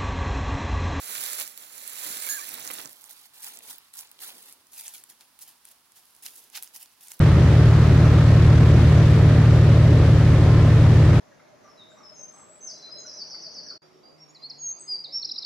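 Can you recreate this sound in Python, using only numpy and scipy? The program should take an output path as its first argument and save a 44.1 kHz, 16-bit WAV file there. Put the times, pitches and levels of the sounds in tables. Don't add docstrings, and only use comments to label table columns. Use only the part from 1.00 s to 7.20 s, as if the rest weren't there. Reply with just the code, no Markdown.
import sys
import numpy as np
from scipy import signal
from scipy.fft import rfft, irfft, next_fast_len
from scipy.io import wavfile
from scipy.ndimage import uniform_filter1d, map_coordinates

SR = 44100
rng = np.random.default_rng(int(sys.argv[2]) if len(sys.argv) > 2 else 0)


def log_audio(samples):
    frames = np.atleast_2d(samples).T
    limited = np.clip(frames, -1, 1)
    pcm = np.round(limited * 32767).astype(np.int16)
    wavfile.write(sys.argv[1], SR, pcm)


N = 273420
TIME = np.arange(N) / SR
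FOOT_LAG_MS = 0.495

# time in seconds, relative level in dB.
SHOE_PUSH = [(0.0, -44), (0.14, -36.5), (0.27, -35.5), (0.36, -37), (0.415, -32.5), (0.445, -43),
             (0.54, -53), (0.635, -47), (0.685, -52.5), (0.75, -47.5), (0.92, -43), (1.06, -36.5),
             (1.17, -38.5), (1.28, -37), (1.42, -41), (1.6, -41.5), (1.8, -41.5), (1.92, -58)]
# start in seconds, level in dB, centre frequency in Hz,
# left minus right level in dB, splintering time in ms.
STEM_SNAPS = [(0.0823, -31, 8000, -10, .8), (0.153, -29.5, 1950, -3, 3), (0.1627, -32, 4090, -8, 2.7),
              (0.1794, -32, 4000, -1, 1.5), (0.2381, -22, 9600, -13, 0.87), (0.2622, -25, 10600, -8, 1),
              (0.332, -24, 7800, -11, 2.1), (0.3916, -29, 10400, -9, 1), (0.3994, -23, 10400, -8, 2.5),
              (0.41, -32, 2400, 2, 1.7), (0.4693, -39, 10200, -9, .8), (0.477, -28.5, 9700, -13, .8),
              (0.4978, -42, 8000, -13, 0.83), (0.5759, -29.5, 11900, -5, 1.1), (0.6354, -42, 3520, 2, 2),
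              (0.7798, -33, 8000, -11, 1.3), (0.8765, -25, 10400, -11, 1.6), (0.8963, -35, 8500, -9, .8),
              (0.9331, -33, 9500, -8, 0.93), (1.17, -31, 4200, -3, 1.8), (1.2666, -24.5, 11000, -10, .6),
              (1.2893, -23, 10500, -11, 1), (1.3196, -29, 12000, -9, 1.2), (1.3685, -30, 12000, -9, .7),
              (1.488, -30, 13500, -9, .6), (1.4912, -27.5, 12000, -13, .7), (1.5317, -34, 13500, -12, .6),
              (1.5409, -25, 12200, -20, 0.89), (1.552, -35, 10100, -18, 0.49), (1.585, -37, 4500, -8, 1.5),
              (1.6504, -31, 10200, -15, 0.73), (1.6672, -33.5, 6800, -12, 1.5),
              (1.6763, -25, 6450, -10, 0.87), (1.703, -30, 1900, -15, 1.3), (1.709, -32.5, 2300, -2, 1.8),
              (1.714, -26, 12300, -10, 0.81), (1.7353, -28.5, 11000, -8, .6), (1.7392, -29, 9600, -7, 2),
              (1.7857, -35.5, 3500, -1, 1.6), (1.7963, -35.5, 2500, -9, 2), (1.803, -36, 3500, -6, 2),
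              (1.815, -34, 10000, -8, 1.1), (1.8264, -38, 9000, -4, .8), (1.851, -37.5, 7000, -6, 0.76),
              (1.8574, -30.5, 6300, -10, 1.1), (1.875, -38, 6300, -9, .8), (1.8935, -37.5, 10100, -2, 1.1),
              (1.9036, -45, 9500, -6, 0.5), (1.9305, -39, 10400, -2, .6), (2.0415, -37, 7500, -10, .8),
              (2.1934, -46, 8350, -19, .8), (2.239, -55, 4970, -10, 1), (2.255, -50, 4970, -14, 1.6),
              (2.4317, -34, 10400, -5, 0.76), (2.4672, -33, 8500, -9, 1.1), (2.5723, -35.5, 7100, -7, 0.76),
              (2.5894, -35, 9500, -4, .8), (2.606, -46, 2520, -4, 1.5), (2.783, -34, 13200, -11, 0.68),
              (2.9384, -37.5, 9900, -4, 1.5), (2.9752, -46, 9650, -3, 0.88), (2.9906, -32, 6800, -11, 1.13),
              (3.009, -35, 12100, -11, .8), (3.0734, -50, 6300, -4, 1.05), (3.1151, -38, 12000, -2, .7),
              (3.1902, -42.5, 3470, -2, 1.9), (3.3817, -41, 10000, -7, 1.8), (3.4274, -40, 9600, -2, .8),
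              (3.497, -42.5, 9500, 5, .8), (3.5257, -38, 10300, -3, 0.72), (3.6697, -49, 8000, -4, .8),
              (3.8103, -31, 11000, -3, 0.9), (3.868, -36, 6940, -6, 1.2), (3.8805, -27.5, 8050, 0, 1.5),
              (3.9384, -37, 9000, -6, 1.5), (3.9484, -42, 12500, -4, 0.89), (4.0385, -37.5, 10000, 0, 1.9),
              (4.2093, -45.5, 4200, 0, 0.54), (4.3908, -40, 11500, -4, 1.2), (4.6531, -38, 9500, 1, 0.92),
              (4.9205, -48, 9000, 0, 1), (5.055, -50, 9500, -4, .7), (5.15, -49, 9500, -7, 0.85),
              (5.1646, -47, 10500, -9, 0.76), (5.2237, -49, 8500, -5, 1.5), (5.2632, -30.5, 5030, -4, 1),
              (5.5004, -45, 9000, -12, 0.95), (5.5566, -41, 3240, -1, 1.2), (5.575, -33, 5530, -4, 1.45),
              (5.6254, -28, 10100, 2, 0.54), (5.6325, -31, 11500, -3, 3.6), (5.646, -46, 9000, -1, .7),
              (5.6757, -42.5, 6500, -4, 0.71), (5.762, -37, 5840, 0, 0.8), (5.859, -48, 4850, -5, 1.1),
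              (6.0738, -45, 9000, -2, 0.69), (6.084, -37, 7500, -2, 0.9), (6.118, -31, 7600, -2, 1.32),
              (6.193, -36, 12000, -2, 1)]
# peak time in seconds, thud in dB, crunch in dB.
FOOTFALL_PEAKS = [(0.105, -56, -46), (0.2, -57, -56), (0.41, -65, -46), (1.07, -51, -48),
                  (1.105, -52.5, -54), (1.168, -55.5, -50), (1.27, -64, -46), (1.325, -60, -58),
                  (1.54, -61, -53), (1.585, -57, -48), (1.665, -63, -47), (1.708, -57, -41),
                  (1.795, -60, -44), (1.856, -52, -48)]
# time in seconds, pitch in Hz, relative levels of fundamental and overtones in dB.
SQUEAK_CURVE = [(1.278, 1463, -70, -80), (1.288, 1594, -35, -48), (1.297, 1688, -31, -26),
                (1.322, 1680, -36, -24.5), (1.342, 1708, -34.5, -33), (1.364, 1670, -36, -36),
                (1.381, 1585, -29.5, -42), (1.397, 1405, -56, -42), (1.418, 1460, -70, -46)]
# multiple of the pitch, relative dB.
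SQUEAK_OVERTONES = [(2.5, -19), (3, -14), (4, 0), (5, -21), (6, -12), (7, -6), (8, -9), (9, -13)]
# start and end in seconds, first and last pitch in Hz, relative dB.
SOLE_CHIRPS = [(1.212, 1.24, 9600, 8150, -28), (1.232, 1.258, 2250, 2170, -41),
               (1.258, 1.289, 2185, 2300, -38), (1.264, 1.365, 9700, 9380, -33),
               (1.328, 1.364, 11170, 10950, -33), (1.318, 1.362, 13100, 12800, -34),
               (1.33, 1.358, 4250, 4220, -43), (1.379, 1.408, 2520, 2180, -41),
               (1.378, 1.42, 1130, 1180, -41), (1.405, 1.447, 1660, 1880, -40),
               (1.38, 1.445, 6800, 7000, -41)]
# time in seconds, relative level in dB.
CLOTHES_STIR = [(1.95, -71), (2.33, -86), (2.45, -69.5), (2.68, -66), (2.85, -89), (3.03, -81.5),
                (3.32, -65.5), (3.68, -78.5), (3.97, -75.5), (4.3, -82), (5.06, -85), (5.27, -71.5),
                (5.7, -77), (5.95, -86), (6.2, -70)]
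# start in seconds, end in seconds, relative level in dB.
LEG_DRAGS = [(1.898, 2.26, -49), (2.334, 2.562, -46), (2.62, 2.735, -43.5), (2.932, 3.013, -44.5),
             (3.223, 3.522, -48), (3.732, 3.984, -47.5), (4.387, 4.51, -53), (4.644, 4.707, -53.5),
             (4.988, 5.196, -59.5), (5.223, 5.277, -41.5), (5.313, 5.46, -59), (5.622, 5.66, -47),
             (5.743, 5.83, -55), (6.006, 6.138, -48)]
# peak time in seconds, relative level in dB, swell and fade times in seconds,
# offset in dB for the crushing, which grows with the weight carried.
HOOF_TREADS = [(2.112, -40, 0.026, 0.0085, -13), (2.446, -35, 0.03, 0.03, -14.5),
               (2.476, -34.5, 0.025, 0.023, -11.5), (2.709, -34.5, .018, .016, -14.5),
               (2.998, -35.5, 0.039, 0.019, -22), (3.239, -34.5, 0.03, 0.036, -10),
               (3.291, -36, 0.017, 0.015, -12), (3.49, -50, 0.032, .014, -23),
               (3.738, -43, 0.016, .016, -26), (3.794, -37.5, 0.026, 0.021, -11),
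               (3.868, -38.5, .04, 0.03, -13.5), (3.95, -39.5, 0.016, .026, -11.5),
               (4.101, -42, 0.01, 0.017, -11.5), (4.212, -48.5, .008, 0.021, -6),
               (4.431, -38.5, 0.022, .01, -29), (4.482, -44, 0.011, .016, -12.5),
               (4.717, -45, 0.0099, 0.0078, -12), (4.975, -46, .02, 0.022, -12.5),
               (5.264, -36, 0.016, 0.015, -12), (5.385, -44, 0.073, 0.042, -33),
               (5.575, -36, 0.033, .015, -3), (5.761, -37, 0.021, 0.013, -14),
               (5.829, -40.5, 0.03, 0.013, -13.5), (6.116, -40, 0.013, .006, -10)]
# time in seconds, left ear's lag in ms, left minus right in dB.
SHEEP_BEARING = [(1.9, 0.15, -7.5), (2.45, 0.13, -2), (3.45, 0.12, -2), (3.75, 0.035, -1), (6.2, 0, -2)]

# frequency in Hz, relative spectral density in dB.
SHOE_CRACKLE_SPECTRUM = [(1500, -33), (3200, -9.5), (4200, -5.5), (5200, -10), (6300, -6), (7300, 0.5),
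                         (8500, -10.5), (10100, 3.5), (11800, -6), (13500, 2), (15600, -9.5)]
SHOE_CRUSH_SPECTRUM = [(200, -30), (450, -2.5), (750, -1), (1200, 2), (1900, 0.5), (3000, -3), (4500, -1),
                       (7000, -3.5), (14000, -8)]
SOIL_SPECTRUM = [(25, -33), (60, -41), (100, -5.5), (150, -7), (260, 1.5), (450, -2.5), (800, 6),
                 (2000, -20)]
HUSH_SPECTRUM = [(25, -12), (60, -1.5), (120, -1.5), (250, 0.5), (450, -9), (700, -3), (950, 4.5),
                 (1400, 1.5), (2300, -2), (5000, 1), (7500, -4.5), (10000, 1.5), (16000, -5.5)]
THUD_SPECTRUM = [(50, -32), (90, -21), (140, -6), (200, -7), (280, 1.5), (400, -13), (900, -32)]
CRUNCH_SPECTRUM = [(200, -19), (430, 0), (700, -4), (1000, 5.5), (1800, -5), (3000, -14.5), (9000, -33)]
CLOTHES_SPECTRUM = [(50, -17), (130, -13.5), (250, -0.5), (450, -0.5), (700, -3), (1500, -15)]
HOOF_CRACKLE_SPECTRUM = [(900, -25.5), (2000, -38), (3300, -8), (5500, -1), (7000, 0), (8200, -1),
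                         (10200, 5.5), (13000, 3), (15600, -1.5)]
EDGE_LITTER_SPECTRUM = [(250, -24), (450, -5), (620, -8), (850, 5.5), (1100, 0), (1600, 0.5), (2700, 2.5),
                        (4500, 5.5), (9000, -27)]
DRY_LITTER_SPECTRUM = [(250, -26), (480, -30), (650, -10), (820, -1), (1150, -11), (1650, -1), (2100, -2.5),
                       (2750, 1.5), (4000, -1), (5000, 0), (9000, -10)]

# frequency in Hz, shared fraction of the power.
FOOT_COHERENCE = [(60, 0.46), (300, 0.98), (2000, 0.54), (4500, 0.94), (8000, 0), (15000, 0)]
HUSH_COHERENCE = [(50, 0.16), (300, 0.86), (1000, 0.88), (2000, 0.17), (8000, 0.037)]
HOOF_COHERENCE = [(100, 0.42), (800, 0.81), (3000, 1), (8000, 0.28), (15000, 0.36)]


def from_db(db):
    return 10 ** (np.asarray(db) / 20)


def rms_one(x):
    return x / np.sqrt(np.mean(x ** 2) + 1e-20)


def in_time(rows):
    times, *columns = np.transpose(rows)
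    return [np.interp(TIME, times, column) for column in columns]


def over_hz(points, size):
    hz, value = np.transpose(points)
    return np.interp(np.log(np.fft.rfftfreq(size, 1 / SR) + 1), np.log(hz), value)


def drift(per_s):
    knots = rng.standard_normal(8000)
    return rms_one(np.interp(TIME * per_s, np.arange(len(knots)), knots))


def die_away(x, seconds):
    pole = np.exp(-1 / (seconds * SR))
    return signal.lfilter([1 - pole], [1, -pole], x + 1e-18)


def stereo_noise(power, spectrum, coherence):
    size = next_fast_len(N, real=True)
    direct, *scatter = rfft(np.sqrt(power) * rng.standard_normal((3, N)), size)
    shared = over_hz(coherence, size)
    ears = np.sqrt(shared) * direct + np.sqrt(1 - shared) * np.array(scatter)
    return rms_one(irfft(ears * from_db(over_hz(spectrum, size)), size)[:, :N])


def even(x):
    return x / np.sqrt(uniform_filter1d(np.mean(x ** 2, axis=0), size=900) + 1e-9)


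def place(x, lag_ms, pan_db):
    left, right = np.broadcast_to(x, (2, N))
    left = map_coordinates(left, [np.arange(N) - lag_ms * SR / 1000], order=3)
    ratio = from_db(pan_db)
    return np.array([left * ratio, right]) * np.sqrt(2 / (1 + ratio ** 2))


def fractures(per_s, spread_db, decay_s, clump_db, rub_share):
    sizes = from_db(spread_db * np.minimum(rng.standard_normal(N), 2.5))
    cracks = die_away((rng.random(N) < per_s / SR) * sizes ** 2, decay_s)
    return ((1 - rub_share) * cracks / cracks.mean() + rub_share) * from_db(clump_db * drift(170)) ** 2


def leaf_ticks(per_s, spread_db, low_hz, high_hz=15000, cycles=11, pitches=11):
    out, per_pitch = np.zeros((2, N)), round(per_s * N / SR / pitches)
    for hz in np.geomspace(low_hz, high_hz, pitches):
        when, chance, sign, side = rng.random((per_pitch, 4)).T
        size = from_db(spread_db * np.minimum(-np.log(1 - chance), 3)) * np.sign(sign - 0.5)
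        clicks = np.full((2, N), 1e-18)
        clicks[:, (when * N).astype(int)] = size * np.sqrt([side, 1 - side])
        radius, angle = np.exp(-np.log(1000) * hz / (cycles * SR)), 2 * np.pi * hz / SR
        ring = signal.lfilter([1, 0, -1], [1, -2 * radius * np.cos(angle), radius ** 2], clicks)
        out += rms_one(ring) * np.sqrt(hz)
    return rms_one(out)


def leaf_reflection(x, delay_ms, strength):
    out = []
    for ear in x:
        lag = delay_ms * SR / 1000 * np.exp(0.5 * drift(14))
        earlier = np.maximum(np.arange(N) - lag.astype(int), 0)
        echo_gain = strength * drift(25)
        out.append((ear + echo_gain * ear[earlier]) / np.sqrt(1 + echo_gain ** 2))
    return np.array(out)


def shoes():
    push_db, = in_time(SHOE_PUSH)
    walking = np.interp(TIME, [1.9, 2.0], [1, 0])
    settled = np.interp(TIME, [1.41, 1.51], [0, 1])
    sweeping = fractures(per_s=2500, spread_db=3.5, decay_s=0.00013, clump_db=1.2, rub_share=0.62)
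    swish = stereo_noise(sweeping, SHOE_CRACKLE_SPECTRUM, FOOT_COHERENCE)
    ticks = leaf_ticks(per_s=1100, spread_db=3.4, low_hz=2000)
    tick_share = 0.2 + 0.35 * settled
    crackle = np.sqrt(1 - tick_share) * swish + np.sqrt(tick_share) * ticks
    crackle = leaf_reflection(crackle, delay_ms=1.2, strength=0.35)
    crushing = fractures(per_s=680, spread_db=5.5, decay_s=0.00068, clump_db=1.0, rub_share=0.77)
    crush = stereo_noise(crushing, SHOE_CRUSH_SPECTRUM, FOOT_COHERENCE)
    rumble = even(stereo_noise(1, SOIL_SPECTRUM, FOOT_COHERENCE))
    rumble *= np.interp(TIME, [1.89, 1.96], [1, 0])
    top = crackle * from_db(push_db + 2.5 - 2 * settled)
    body = crush * from_db(push_db - 4) + rumble * from_db(-44.5 + 0.39 * push_db + 7 * settled)
    return walking * (place(top, FOOT_LAG_MS, pan_db=-9) + place(body, FOOT_LAG_MS, pan_db=-2.5))


def outdoor_hush():
    waver = from_db(0.7 * drift(60))
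    hush = from_db(-61.5) * stereo_noise(waver ** 2, HUSH_SPECTRUM, HUSH_COHERENCE)
    return place(hush, lag_ms=0, pan_db=-3)


def stem_snaps(fibre_db=-9, scatter_db=-27, scatter_s=0.007, skirt_db=-6, splinters=3):
    size = 1500
    out, t = np.zeros((2, N + size)), np.arange(size) / SR
    scatter = from_db(scatter_db) * np.exp(-t / scatter_s)
    for start, db, hz, pan_db, splinter_ms in STEM_SNAPS:
        splinter_s = splinter_ms / 1000
        burst = (from_db(fibre_db) * np.exp(-t / splinter_s) + scatter) * rng.standard_normal((2, size))
        burst[:, 4] += 3
        splinter_at = (rng.uniform(0.2, 1.2, splinters) * splinter_s * SR).astype(int)
        burst[:, splinter_at] += rng.uniform(0.6, 1.4, splinters) * rng.choice([-1, 1], splinters)
        narrow, wide = np.clip([[0.76 * hz, 1.3 * hz], [0.25 * hz, 1.8 * hz]], 500, 17000)
        ring = signal.sosfilt(signal.butter(2, narrow, "band", fs=SR, output="sos"), burst)
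        skirt = signal.sosfilt(signal.butter(1, wide, "band", fs=SR, output="sos"), burst)
        snap = ring + from_db(skirt_db) * skirt
        snap /= np.sqrt(np.mean(snap[:, :SR // 500] ** 2, axis=1, keepdims=True))
        ears = np.array([[from_db(pan_db)], [1]])
        at = round(start * SR)
        out[:, at:at + size] += from_db(db) * snap * ears / np.linalg.norm(ears)
    under_shoes = TIME < SHEEP_BEARING[0][0]
    sheep_lag_ms, _ = in_time(SHEEP_BEARING)
    return place(out[:, :N], np.where(under_shoes, FOOT_LAG_MS, sheep_lag_ms), pan_db=0)


def tread_power(peak_s, db, swell_s, fade_s):
    power, peak = np.zeros(N), round(peak_s * SR)
    near = slice(max(peak - SR // 4, 0), peak + SR // 4)
    since = TIME[near] - peak_s
    decay = np.where(since < 0, (since / swell_s) ** 2, since / fade_s)
    power[near] = from_db(db) ** 2 * np.exp(-2 * np.minimum(decay, 20))
    return power


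def footfalls():
    thud = even(stereo_noise(1, THUD_SPECTRUM, FOOT_COHERENCE))
    collapse = fractures(per_s=500, spread_db=7.5, decay_s=0.00053, clump_db=1.5, rub_share=0.34)
    crunch = even(stereo_noise(collapse, CRUNCH_SPECTRUM, FOOT_COHERENCE))
    thud_power = sum(tread_power(s, db, swell_s=0.011, fade_s=0.024) for s, db, _ in FOOTFALL_PEAKS)
    crunch_power = sum(tread_power(s, db, swell_s=0.011, fade_s=0.014) for s, _, db in FOOTFALL_PEAKS)
    return place(thud * np.sqrt(thud_power) + crunch * np.sqrt(crunch_power), FOOT_LAG_MS, pan_db=-7)


def sole_squeak():
    hz, fundamental_db, overtone_db = in_time(SQUEAK_CURVE)
    phase = 2 * np.pi * np.cumsum(hz * (1 + 0.0017 * drift(360))) / SR
    jitter = 0.085 * drift(500)
    overtones = sum(from_db(db + 1.6 * drift(170)) * np.sin(multiple * (phase + jitter))
                    for multiple, db in SQUEAK_OVERTONES)
    hiss_band = signal.butter(2, [7500, 14500], "band", fs=SR, output="sos")
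    hiss = signal.sosfilt(hiss_band, rng.standard_normal(N))
    rasp = from_db(-8) * rms_one(hiss * (1 + np.cos(phase)) ** 2)
    fundamental = from_db(fundamental_db + 2 * drift(300)) * np.sin(phase + 3 * jitter)
    out = fundamental + from_db(overtone_db) * (overtones + rasp)
    out *= (TIME > SQUEAK_CURVE[0][0]) & (TIME < SQUEAK_CURVE[-1][0])
    waver, flutter_db = 1 + 0.0052 * drift(500), 2.5 * drift(450)
    for start, end, start_hz, end_hz, db in SOLE_CHIRPS:
        near = (TIME > start) & (TIME < end)
        along = (TIME[near] - start) / (end - start)
        glide_hz = (start_hz + (end_hz - start_hz) * along) * waver[near]
        envelope = from_db(db + flutter_db[near]) * np.sin(np.pi * along)
        out[near] += envelope * np.sin(2 * np.pi * np.cumsum(glide_hz) / SR)
    return place(out * from_db(-4), FOOT_LAG_MS, pan_db=-7.5)


def clothes():
    standing = np.interp(TIME, [1.85, 1.95], [0, 1])
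    stir_db, = in_time(CLOTHES_STIR)
    rustle = stereo_noise(from_db(1.4 * drift(40)) ** 2, CLOTHES_SPECTRUM, HUSH_COHERENCE)
    return place(standing * from_db(stir_db + 5) * rustle, lag_ms=0, pan_db=-5)


def drag_power(attack_s=0.002, onset_db=-0.5, onset_s=0.028, release_s=0.024):
    power = np.zeros(N)
    for start, end, db in LEG_DRAGS:
        near = slice(round(start * SR), round(end * SR) + SR // 4)
        since = TIME[near] - start
        attack = np.clip(since / attack_s, 0, 1) * from_db(onset_db * np.exp(-since / onset_s))
        release = np.exp(-np.clip((TIME[near] - end) / release_s, 0, 20))
        power[near] += (from_db(db) * attack * release) ** 2
    return power


def sheep():
    crackle_power = drag_power()
    crush_power = from_db(-11.5) ** 2 * crackle_power
    thud_power = np.zeros(N)
    for peak_s, db, swell_s, fade_s, weight_db in HOOF_TREADS:
        crackle_power += tread_power(peak_s, db, swell_s, fade_s)
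        crush_power += tread_power(peak_s, db + weight_db, swell_s, fade_s)
        thud_power += tread_power(peak_s, db=-69.5, swell_s=0.02, fade_s=0.048)
    recovery_power = from_db(-16) ** 2 * die_away(crackle_power, seconds=0.069)
    cracking = fractures(per_s=1200, spread_db=-0.5, decay_s=0.0003, clump_db=1.87, rub_share=0.24)
    crackle = stereo_noise(cracking, HOOF_CRACKLE_SPECTRUM, HOOF_COHERENCE)
    crushing = fractures(per_s=900, spread_db=6, decay_s=0.0005, clump_db=0.8, rub_share=0.5)
    at_edge = np.interp(TIME, [3.55, 3.7], [1, 0])
    crush = at_edge * stereo_noise(crushing, EDGE_LITTER_SPECTRUM, HOOF_COHERENCE)
    crush += (1 - at_edge) * stereo_noise(crushing, DRY_LITTER_SPECTRUM, HOOF_COHERENCE)
    leaves = from_db(-3.5) * np.sqrt(crackle_power + recovery_power) * crackle
    leaves += from_db(-0.5) * np.sqrt(crush_power + from_db(-4.5) * recovery_power) * crush
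    ticks = leaf_ticks(per_s=190, spread_db=4, low_hz=5000)
    leaves += from_db(-23) * np.sqrt(die_away(crackle_power, seconds=0.057)) * ticks
    soil = np.sqrt(thud_power) * stereo_noise(1, SOIL_SPECTRUM, HOOF_COHERENCE)
    return place(leaf_reflection(leaves, delay_ms=0.8, strength=0.92) + soil, *in_time(SHEEP_BEARING))


def scene():
    walker = shoes() + footfalls() + sole_squeak()
    return walker + sheep() + stem_snaps() + outdoor_hush() + clothes()


def record(dry):
    return signal.sosfilt(signal.ellip(12, 0.1, 90, 15950, fs=SR, output="sos"), dry)


dry = scene()
out = record(dry)
log_audio(out)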